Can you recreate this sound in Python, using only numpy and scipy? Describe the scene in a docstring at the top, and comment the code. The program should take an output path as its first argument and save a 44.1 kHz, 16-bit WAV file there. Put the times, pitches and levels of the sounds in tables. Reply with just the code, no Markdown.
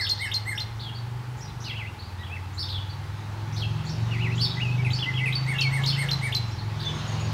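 """Cardinal in a rural yard

A cardinal whistles from a shed roof: a low arch, a quick rise and a steep down-slur, over and over.
The shed and nearby walls throw the notes back. Further off, sparrows chirp, a robin warbles and a thin
bird buzzes, each note a gliding near sine from the syrinx. A distant truck pulls away through two gear
changes, its exhaust droning with the revs, while road noise slowly swells over still air and a faint hum."""
import sys
import numpy as np
from scipy import signal
from scipy.io import wavfile
from scipy.ndimage import uniform_filter1d

SR = 44100
rng = np.random.default_rng(int(sys.argv[2]) if len(sys.argv) > 2 else 0)


def persist_wave(psi):
    """Save psi, clipped to +-1, as 16-bit WAV."""
    counts = np.round(np.clip(psi, -1, 1) * 32767).astype(np.int16)
    wavfile.write(sys.argv[1], SR, np.atleast_2d(counts).T)


N = 323253
TIME = np.arange(N) / SR


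def amp(db):
    return 10 ** (np.asarray(db) / 20)


def unit_rms(x):
    return x / np.sqrt(np.mean(x ** 2) + 1e-20)


def automation(points):
    """A curve of (time, value) points, drawn over the whole scene."""
    return np.interp(TIME, *np.transpose(points))


def curve_at(points, hz):
    """A curve of (frequency, value) points, joined by straight lines on a log-frequency axis."""
    point_hz, value = np.transpose(points)
    return np.interp(np.log(hz + 1), np.log(point_hz), value)


def add(mix, s, sound):
    """Lays a sound into the mix at s seconds."""
    start = round(s * SR)
    sound = sound[max(-start, 0):]
    part = mix[max(start, 0):][:len(sound)]
    part += sound[:len(part)]


def drift(t, rate_hz):
    """Smooth random modulation of rms about 1, moving no faster than the given rate."""
    hz = np.geomspace(rate_hz / 10, rate_hz, 20)[:, None]
    return np.sin(2 * np.pi * (hz * t + rng.random(hz.shape))).sum(0) / np.sqrt(10)


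def wander(rate_hz):
    """A slow drift that lasts the whole scene."""
    coarse_time = TIME[::200]
    return np.interp(TIME, coarse_time, drift(coarse_time, rate_hz))


def noise(colour, patchy_db):
    """Coloured noise of rms 1, with drifting patches in time and frequency."""
    hz = np.fft.rfftfreq(2048, 1 / SR)
    real, imag, patches = rng.standard_normal((3, N // 512 + 5, len(hz)))
    patches = uniform_filter1d(patches, size=7, axis=0)
    patches = unit_rms(uniform_filter1d(patches, size=20, axis=1))
    frames = (real + 1j * imag) * amp(curve_at(colour, hz) + patchy_db * patches)
    return unit_rms(signal.istft(frames.T, nperseg=2048, noverlap=1536)[1][:N])


def note(name, db, pitch, length, overtones_db, waver, waver_hz):
    """The syrinx glides along one contour as a near sine; throat and beak colour its weak overtones."""
    # each kind of note, before transposing and stretching: (time [s], pitch [Hz], level [dB])
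    contours = { "arch": [(0, 1810, -13), (.012, 1986, -8.5), (.028, 2130, 0.5), (.044, 2220, -0.5),
                (.058, 2116, 1), (.07, 1817, -4), (.088, 1650, -12), (.1, 1690, -5.5)],
                "rise": [(0, 2150, -43), (.003, 2810, 1), (.007, 3320, 1), (.012, 3820, 1),
                (.017, 3610, -1.5), (.021, 3140, -20), (.025, 2600, -28)], "slur": [(0, 7500, -20),
                (.002, 6700, -11.5), (.0045, 5250, -4), (.007, 4330, 1.5), (.011, 4150, 0.5),
                (.018, 4170, -2.5), (.026, 4150, -4.5), (.031, 4080, -22)], "fall": [(0, 2820, -33),
                (.004, 2655, 8), (.018, 2517, 2.5), (.032, 2164, 1.5), (.044, 2060, -6), (.055, 2030, -25)],
                "warble": [(0, 2975, -5), (.015, 2840, 3), (.06, 1900, -3), (.078, 2080, -2.5),
                (.12, 3005, 3.5), (.17, 1920, 4), (.192, 2020, -2), (.22, 2724, 1.5), (.235, 2700, -14)],
                "hook": [(0, 1900, -24), (.005, 2920, -5.5), (.011, 3370, -10), (.03, 3350, -11),
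                (.042, 3240, 0), (.049, 2685, -1), (.057, 3030, -3), (.064, 2680, -1), (.068, 2500, -12)],
                "level": [(0, 1956, -14), (.008, 2018, -0.5), (.032, 2082, 4), (.052, 1930, -7),
                (.066, 1780, -16)], "swoop": [(0, 2070, -5), (.015, 2643, 1), (.03, 2950, 6),
                (.055, 2730, -3), (.075, 2586, -2.5), (.115, 2500, -6), (.145, 2660, -4), (.17, 2560, -9)],
                "glide": [(0, 3300, 3), (.006, 3110, 2.5), (.022, 2446, -6), (.045, 2256, 1.5),
                (.062, 2260, -2), (.072, 2273, -23)], "chirp": [(0, 3900, -18), (.012, 4250, -3),
                (.022, 4680, 0), (.04, 4740, 1), (.055, 4680, 0), (.061, 3800, 0), (.07, 3400, -7),
                (.079, 3900, -4), (.088, 3300, -15)], "overvoice": [(0, 4720, 8), (.006, 5260, 1),
                (.03, 5310, 1.5), (.04, 5100, 3), (.046, 4600, -16)], "scratch": [(0, 3400, -1),
                (.01, 4300, 2.5), (.017, 5000, 2.5), (.023, 3900, 2.5), (.031, 4500, -5.5),
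                (.045, 3830, 4.5), (.058, 3760, -24)], "dip": [(0, 3260, -18), (.007, 3470, 4),
                (.014, 3410, 2), (.021, 2795, 0.5), (.028, 2836, -2), (.033, 2950, -18)],
                "hold": [(0, 3400, -2), (.01, 3380, -1), (.028, 3350, 3), (.04, 3180, -4), (.05, 2850, -2),
                (.058, 2900, -18)], "pip": [(0, 5320, -18), (.003, 4800, -1), (.007, 4565, 6),
                (.02, 4556, 0.5), (.028, 4520, -14), (.033, 4460, -26)], "lift": [(0, 2315, -8),
                (.02, 2520, -2.5), (.045, 2706, 3.5), (.062, 2560, -6), (.078, 1980, 2), (.086, 1895, -23)],
                "buzz": [(0, 6830, -18), (.01, 6750, 3), (.035, 6630, -8), (.06, 6650, -0.5),
                (.08, 6600, -11)], "peep": [(0, 3940, 1), (.008, 4470, 1.5), (.02, 4530, 0),
                (.032, 4300, -5.5), (.042, 3660, 1.5)], }
    # the syrinx's overtones: (harmonic number, level [dB])
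    overtones = [(2, -18), (3, -18), (4, -10), (5, -24), (6, -18.5), (7, -25)]
    # throat and beak resonances: (frequency [Hz], gain [dB])
    beak = [(3000, -9), (4400, 0), (6400, -18), (7600, -8), (8700, -3), (10300, -9), (12400, -3.5),
            (14000, -21), (16000, -14)]
    s, contour_hz, contour_db = np.transpose(contours[name])
    t = np.arange(0, s[-1] * length, 1 / SR)
    hz = uniform_filter1d(np.interp(t, s * length, contour_hz), size=110) * pitch
    hz *= 1 + waver * drift(t, waver_hz)
    phase = 2 * np.pi * np.cumsum(hz) / SR
    upper = sum(amp(k_db + curve_at(beak, k * hz)) * (k * hz < SR / 2) * np.sin(k * phase)
                for k, k_db in overtones)
    envelope = amp(db + np.interp(t, s * length, contour_db)) * signal.windows.tukey(len(t), .04)
    return np.sqrt(2) * envelope * (np.sin(phase) + amp(overtones_db) * upper)


def sing(song, waver, waver_hz):
    """Plays a list of (time [s], note, level [dB], pitch factor, length factor, overtones [dB])."""
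    out = np.zeros(N)
    for s, *syllable in song:
        add(out, s, note(*syllable, waver, waver_hz))
    return out


def walls(x):
    """Distinct early echoes from the ground and buildings."""
    # slap echoes: (delay [s], level [dB])
    echoes = [(0.0171, -9), (0.019, -15), (.022, -21)]
    out = np.zeros(N)
    for delay, db in echoes:
        add(out, delay, amp(db) * x)
    return out


def yard(x, early_db, early_t60):
    """Scatter from grass, fences and trees: a short dense cluster, then a thin long tail."""
    # how long the tail rings: (frequency [Hz], time to fall 60 dB [s])
    tail_t60 = [(1500, .45), (2200, .7), (3000, .55), (4300, .52), (8000, .35), (15000, .25)]
    hz, s, frames = signal.stft(rng.standard_normal(SR), SR, nperseg=256)
    decay = amp(-60 * s / curve_at(tail_t60, hz)[:, None]) + amp(early_db - 60 * s / early_t60)
    fade_in = np.minimum(TIME[:SR] / .004, 1)
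    response = signal.istft(frames * decay, SR, nperseg=256)[1][:SR] * fade_in
    return signal.fftconvolve(x, response / np.linalg.norm(response))[:N]


def cardinal():
    """Close, clean whistles with a slap from the walls; each syllable is three notes around a rise."""
    # full syllables of arch, rise and slur: (time of rise [s], arch pitch factor, arch length factor,
    # arch overtones [dB], slur level [dB], pitch factor of rise and slur, slur length factor)
    cheers = [(.066, .97, .93, -2, -21.5, 1.012, 1.1), (.3125, 1, 1, -1, -22.5, 1, 1.05),
              (.5745, .98, 1, .5, -29.5, .99, .75), (5.5815, 1.02, 1, -3.5, -23, 1.043, 1.08),
              (5.8335, 1.01, 1.04, -1, -24.5, 1.02, 1), (6.0845, 1, 1, 1.5, -22.5, .977, .8),
              (6.321, 1.04, .9, 0, -21, .972, .83)]
    # warm-up syllables of fall, higher rise and pip:
    # (time of rise [s], level [dB], fall length factor, overtones of fall and pip [dB])
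    openers = [(4.901, -33.5, .85, -11), (5.322, -29.5, 1.03, -7.5)]
    arch_db, rise_db, rise_length, rise_overtones_db = -29, -28, .91, -6
    song = []
    for s, db, fall_length, overtones_db in openers:
        song += [(s - .065 * fall_length, "fall", db, .985, fall_length, overtones_db),
                 (s, "rise", db, 1.062, rise_length, rise_overtones_db),
                 (s + .0295, "pip", db + 2, .993, .76, overtones_db)]
    for s, arch_pitch, arch_length, overtones_db, slur_db, pitch, slur_length in cheers:
        song += [(s - .121 * arch_length, "arch", arch_db, arch_pitch, arch_length, overtones_db),
                 (s, "rise", rise_db, .99 * pitch, rise_length, rise_overtones_db),
                 (s + .0255, "slur", slur_db, pitch, slur_length, -1.5)]
    voice = sing(song, waver=.0022, waver_hz=152)
    return amp(-2.5) * voice + walls(voice) + amp(-8) * yard(voice, early_db=2, early_t60=.13)


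def sparrow_notes():
    """The sparrows' calls as two lists of notes, the clear and the rasping."""
    # single peeps: (time [s], level [dB], pitch factor, length factor)
    peeps = [(.25, -46, 1.22, 0.96), (.552, -43.5, 1.25, 1.3), (.948, -44, 1.02, 1.03),
             (1.477, -51, 0.9, 0.78), (1.99, -44, .99, 0.92), (2.04, -51.5, 1.05, 1.3),
             (2.186, -50.5, 0.87, 1.3), (2.233, -43.5, 0.75, 0.96), (2.893, -47, 1.02, 1.1),
             (3.866, -42, 1, .75), (4.378, -35, .76, 1), (4.505, -36.5, 0.86, 1), (5.925, -34, 0.69, 1.05),
             (6.582, -43.5, .97, 0.8)]
    # two-voiced chirps: (time [s], level [dB], pitch factor, length factor, overtones [dB])
    chirps = [(-.012, -30.5, 0.93, 1.04, -8), (2.571, -32, .98, 0.97, -6), (4.392, -27.5, .97, 1.03, -5.5),
              (5.853, -28.5, 0.94, 0.79, -4)]
    # scratches that settle on a lower note: (time [s], level [dB], pitch factor, lisp level [dB],
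    # overtones [dB], last note, its level [dB], its pitch factor)
    chirrups = [(0.175, -38, .97, -55, -12, "hold", -40, .91),
                (.793, -40.5, .95, -62, -8, "hold", -38, 0.99),
                (1.64, -39, 1.04, -46, -2, "dip", -34.5, 0.96),
                (2.685, -35, 0.93, -58, -5, "hold", -35, 1.02),
                (3.562, -38, 1.02, -47.5, -1, "dip", -34, .95),
                (6.793, -38, 0.97, -58, -1, "hold", -35, 1.04)]
    # high peeps: (time [s], clear level [dB], raspy level [dB], pitch factor, lisp level [dB])
    tseeps = [(1.408, -45, -54, 1.27, -54), (3.888, -47, -44, 1.21, -51.5),
              (4.945, -53, -35.5, 1.12, -50.5), (6.51, -50, -60, 1.24, -57)]
    peep_overtones_db, tseep_length = -16, 1.25

    def lisp(s, db, pitch=1.58, overtones_db=peep_overtones_db):
        """The thin rasp just ahead of a call."""
        return s - .038, "peep", db, pitch, 1.3, overtones_db

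    clear = [(s, "peep", db, pitch, length, peep_overtones_db) for s, db, pitch, length in peeps]
    rasping = []
    for s, db, pitch, length, overtones_db in chirps:
        upper_s, bright_db = s + .021, overtones_db + 6.5  # the second voice and its grit join late
        clear += [(s, "chirp", db, pitch, length, overtones_db),
                  (upper_s, "overvoice", db - 5.5, 1, length, bright_db)]
        rasping += [lisp(s, db - 22.5), (upper_s, "peep", db - 4.5, 1.05, length, bright_db)]
    for s, db, pitch, lisp_db, overtones_db, last, last_db, last_pitch in chirrups:
        rasping += [lisp(s, lisp_db, 1.33, overtones_db), (s, "scratch", db, pitch, 1, overtones_db)]
        clear += [(s + .053, last, last_db, last_pitch, 1, -15)]
    for s, clear_db, raspy_db, pitch, lisp_db in tseeps:
        clear += [(s, "peep", clear_db, pitch, tseep_length, peep_overtones_db)]
        rasping += [lisp(s, lisp_db), (s, "peep", raspy_db, pitch, tseep_length, -2)]
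    return clear, rasping


def sparrows():
    """Scratchy two-voiced chirps stay fairly crisp, while the rasps waver fast and wide; the walls and yard
    echo both alike."""
    clear, rasping = sparrow_notes()
    chirps = sing(clear, waver=.014, waver_hz=550)
    rasps = sing(rasping, waver=.065, waver_hz=800)
    flock = chirps + rasps
    reflections = amp(-5.5) * walls(flock) + amp(-5) * yard(flock, early_db=-1.5, early_t60=.13)
    return amp(-2.5) * chirps + amp(-4.5) * rasps + reflections


def driving():
    """Shaft speed [Hz], relative throb [dB] and coasting (0-1): revs climb in gear and sink between."""
    # one pull in each gear: (start [s], end [s], first shaft speed [Hz], last shaft speed [Hz])
    gears = [(0, 1.44, 19.4, 25.2), (2.2, 6.08, 17.6, 27.7), (6.58, 7.33, 21.2, 21.8)]
    # the exhaust's throb against the firing tone, gear by gear: (level [dB])
    gear_throb_db = [-17.5, -8.5, -6]
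    throttle_s, coast_throb_db = .12, -16.0
    easing = .11  # the revs climb a little faster at the start of a pull
    shaft_hz = np.interp(TIME, np.ravel([g[:2] for g in gears]), np.ravel([g[2:] for g in gears]))
    coasting, labour_db = np.ones(N), np.full(N, coast_throb_db)
    for (start, end, low_hz, high_hz), throb_db in zip(gears, gear_throb_db):
        pulling = (TIME >= start) & (TIME <= end)
        progress = (TIME[pulling] - start) / (end - start)
        shaft_hz[pulling] += easing * (high_hz - low_hz) * progress * (1 - progress)
        coasting[pulling], labour_db[pulling] = 0, throb_db
    coasting, labour_db = uniform_filter1d([coasting, labour_db], size=round(throttle_s * SR))
    return shaft_hz, labour_db, coasting


def truck():
    """The exhaust drones on the fifth shaft order; uneven cylinders add other orders around it."""
    # how loud the drone arrives: (time [s], level [dB])
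    drone_level = [(0, -37), (1, -35), (2.2, -38), (2.75, -34.5), (3.33, -35.5), (3.55, -29), (4.25, -25.5),
                   (4.8, -25.5), (5.35, -27.5), (5.9, -27.5), (6.7, -31.5), (7.33, -27.5)]
    # brief dips in the firing tone: (time [s], depth [dB], half width [s])
    dips = [(1.49, 13, 0.056), (1.98, 7.5, 0.072), (3.87, 15, 0.087), (4.53, 11, 0.071), (5.06, 7.5, .07),
            (6.581, 10, 0.045), (6.971, 7.5, 0.18)]
    # tones beside the firing tone, stronger with the throttle shut: (shaft order, level [dB])
    uneven_orders = [(2, -25.5), (3, -28), (4, -12.5), (6, -14)]
    # the throb of pulling at low revs: (shaft order, level [dB])
    throb_orders = [(7, -1), (8, -14.5), (9, -16), (10, -29), (11, -21)]
    # growl tones, which swell as they cross the pipe's resonances: (shaft order, level [dB])
    growl_orders = [(8, -4), (9, -2), (10, -0.5), (11, -4), (12, -2), (13, -6), (14, -8), (16, 0), (18, -7)]
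    # the growl's rise and fall: (time [s], level [dB])
    growl_level = [(0, -63), (2.8, -59.5), (3.6, -53), (4.4, -50.5), (5, -50.5), (6.4, -58), (6.9, -53.5),
                   (7.33, -55)]
    # the exhaust pipe's resonances: (frequency [Hz], gain [dB])
    pipe = [(140, -1), (220, -8), (270, -3.5), (320, -4.5), (355, -1), (385, 0.5), (415, -7.5), (520, 1)]
    # the colour of the engine's rumble: (frequency [Hz], relative density [dB])
    rumble_colour = [(20, -45), (33, -50), (50, -1), (75, 1), (110, 3), (160, -6), (230, -27), (400, -22),
                     (900, -64)]
    firing_order, overrun_db, smooth_shaft_hz = 5, 5, 23.25
    shaft_hz, labour_db, coasting = driving()
    turns = np.cumsum(shaft_hz) / SR
    excess_hz = shaft_hz - smooth_shaft_hz  # with higher revs the throb dies and the rumble grows
    drone_db, growl_db = automation(drone_level), automation(growl_level)
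    throb_db = drone_db + labour_db - np.clip(5 * excess_hz, 0, 20)
    dip_db = sum(depth_db * np.exp(-((TIME - s) / width) ** 2) for s, depth_db, width in dips)

    def tone(order, db, flutter_db):
        """One shaft order, fluttering with the moving air on its long path."""
        envelope = amp(db + flutter_db * wander(9))
        return np.sqrt(2) * envelope * np.sin(2 * np.pi * (order * turns + rng.random()))

    firing = tone(firing_order, drone_db - dip_db, flutter_db=1.24)
    uneven = sum(tone(k, db + drone_db + overrun_db * coasting, flutter_db=2.5)
                 for k, db in uneven_orders)
    throb = sum(tone(k, db + throb_db, flutter_db=2) for k, db in throb_orders)
    growl = sum(tone(k, db + growl_db + curve_at(pipe, k * shaft_hz), flutter_db=3)
                for k, db in growl_orders)
    rumble = amp(-44.5 + .6 * excess_hz) * noise(rumble_colour, patchy_db=1.5)
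    return firing + uneven + throb + growl + rumble


def hum():
    """A faint far tone that wavers a little."""
    # it sinks away, then creeps back: (time [s], level [dB])
    hum_level = [(0, -58), (2.3, -55.5), (3.2, -77), (7.33, -50)]
    hz = 209 * (1 + .0037 * wander(3))
    return np.sqrt(2) * amp(automation(hum_level)) * np.sin(2 * np.pi * np.cumsum(hz) / SR)


def outdoors():
    """A bed of still air and far tyre hum, under road noise that swells."""
    # the broad hush of open air: (frequency [Hz], relative density [dB])
    air_colour = [(120, -52), (200, -9.5), (263, -5), (339, -2), (392, -4.5), (479, -6), (607, -9),
                  (827, -3), (1380, -5), (2510, -12.5), (2960, -14), (3750, -16.5), (4660, -17.5),
                  (5590, -22), (15500, -37)]
    # the narrow hum of far tyres: (frequency [Hz], relative density [dB])
    tyre_colour = [(500, -64), (740, -21), (850, 3), (980, -13), (1400, -34.5)]
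    # the wash of road noise: (frequency [Hz], relative density [dB])
    road_colour = [(120, -11), (200, -4.5), (273, -11), (392, -11), (525, -11.5), (1090, -9.5), (1590, -15),
                   (3680, -15), (6020, -23.5), (6590, -26), (8050, -36.5), (15500, -56)]
    # the road's swell: (time [s], level [dB])
    road_level = [(0, -58), (2.6, -55), (3.4, -47.5), (4.2, -42.5), (5.2, -44), (5.9, -39), (6.4, -42),
                  (6.65, -46.5), (6.95, -38.5), (7.33, -37.5)]
    air = amp(-46.5) * noise(air_colour, patchy_db=.6)
    tyres = amp(-52) * noise(tyre_colour, patchy_db=0)
    road = amp(automation(road_level)) * noise(road_colour, patchy_db=2.5)
    return air + tyres + road


def robin():
    """Low, mellow warbles from the trees."""
    # its song: (time [s], note, level [dB], pitch factor, length factor, overtones [dB])
    song = [ (1.652, "warble", -43, 1.03, 1.04, -24), (2.18, "level", -49.5, 0.94, 1.33, -20),
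            (2.295, "lift", -41, 1, 1.01, -20), (4.108, "warble", -38.5, 1, 1, -28),
            (4.566, "level", -38.5, .98, 0.56, -20), (4.595, "swoop", -35, 0.99, 0.91, -26),
            (4.775, "level", -42, 1.11, 0.87, -21), (4.985, "hook", -27, 1.033, 0.96, -24),
            (5.056, "level", -32.5, 0.99, 1, -25), (5.134, "hook", -29.5, 0.99, 1, -20),
            (5.18, "level", -39, 1.09, 1.2, -15), (5.202, "level", -33.5, 0.99, 1.18, -20),
            (5.543, "level", -36.5, 1.36, 0.66, -20), (5.583, "level", -28.5, 1.32, 0.63, -18),
            (5.616, "glide", -29, 0.98, 1.1, -24)]
    voice = sing(song, waver=.0021, waver_hz=115)
    return amp(-.5) * voice + amp(1) * walls(voice) + amp(-9) * yard(voice, early_db=4, early_t60=.073)


def thin_bird():
    """A high, far buzz whose fast beating throws side tones above and below it."""
    # its buzzes: (time [s], note, level [dB], pitch factor, length factor, overtones [dB])
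    song = [(6.845, "buzz", -49.5, 0.92, 1, -20), (6.945, "buzz", -48, 0.96, 0.84, -12.5),
            (7.07, "buzz", -47, 1, 1, -20), (7.195, "buzz", -48, 1.01, 1, -12)]
    beat_hz, beat_depth = 2300, .33
    voice = sing(song, waver=.013, waver_hz=392)
    voice *= 1 + beat_depth * np.sin(2 * np.pi * beat_hz * TIME)
    return amp(-.5) * voice + amp(-6) * yard(voice, early_db=5, early_t60=.15)


def scene():
    """Birds, truck and open air at one microphone."""
    birds = cardinal() + robin() + sparrows() + thin_bird()
    return (birds + truck() + hum() + outdoors())[None]


def record(dry):
    """The microphone loses the deepest bass, and the recorder cuts the very top."""
    low_cut_hz, high_cut_hz = 36, 15800
    low_cut = signal.butter(4, low_cut_hz, "highpass", fs=SR, output="sos")
    high_cut = signal.firwin(511, high_cut_hz, window=("kaiser", 9), fs=SR)
    return signal.oaconvolve(signal.sosfilt(low_cut, dry), high_cut[None], "same")


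dry = scene()
out = record(dry)
persist_wave(out)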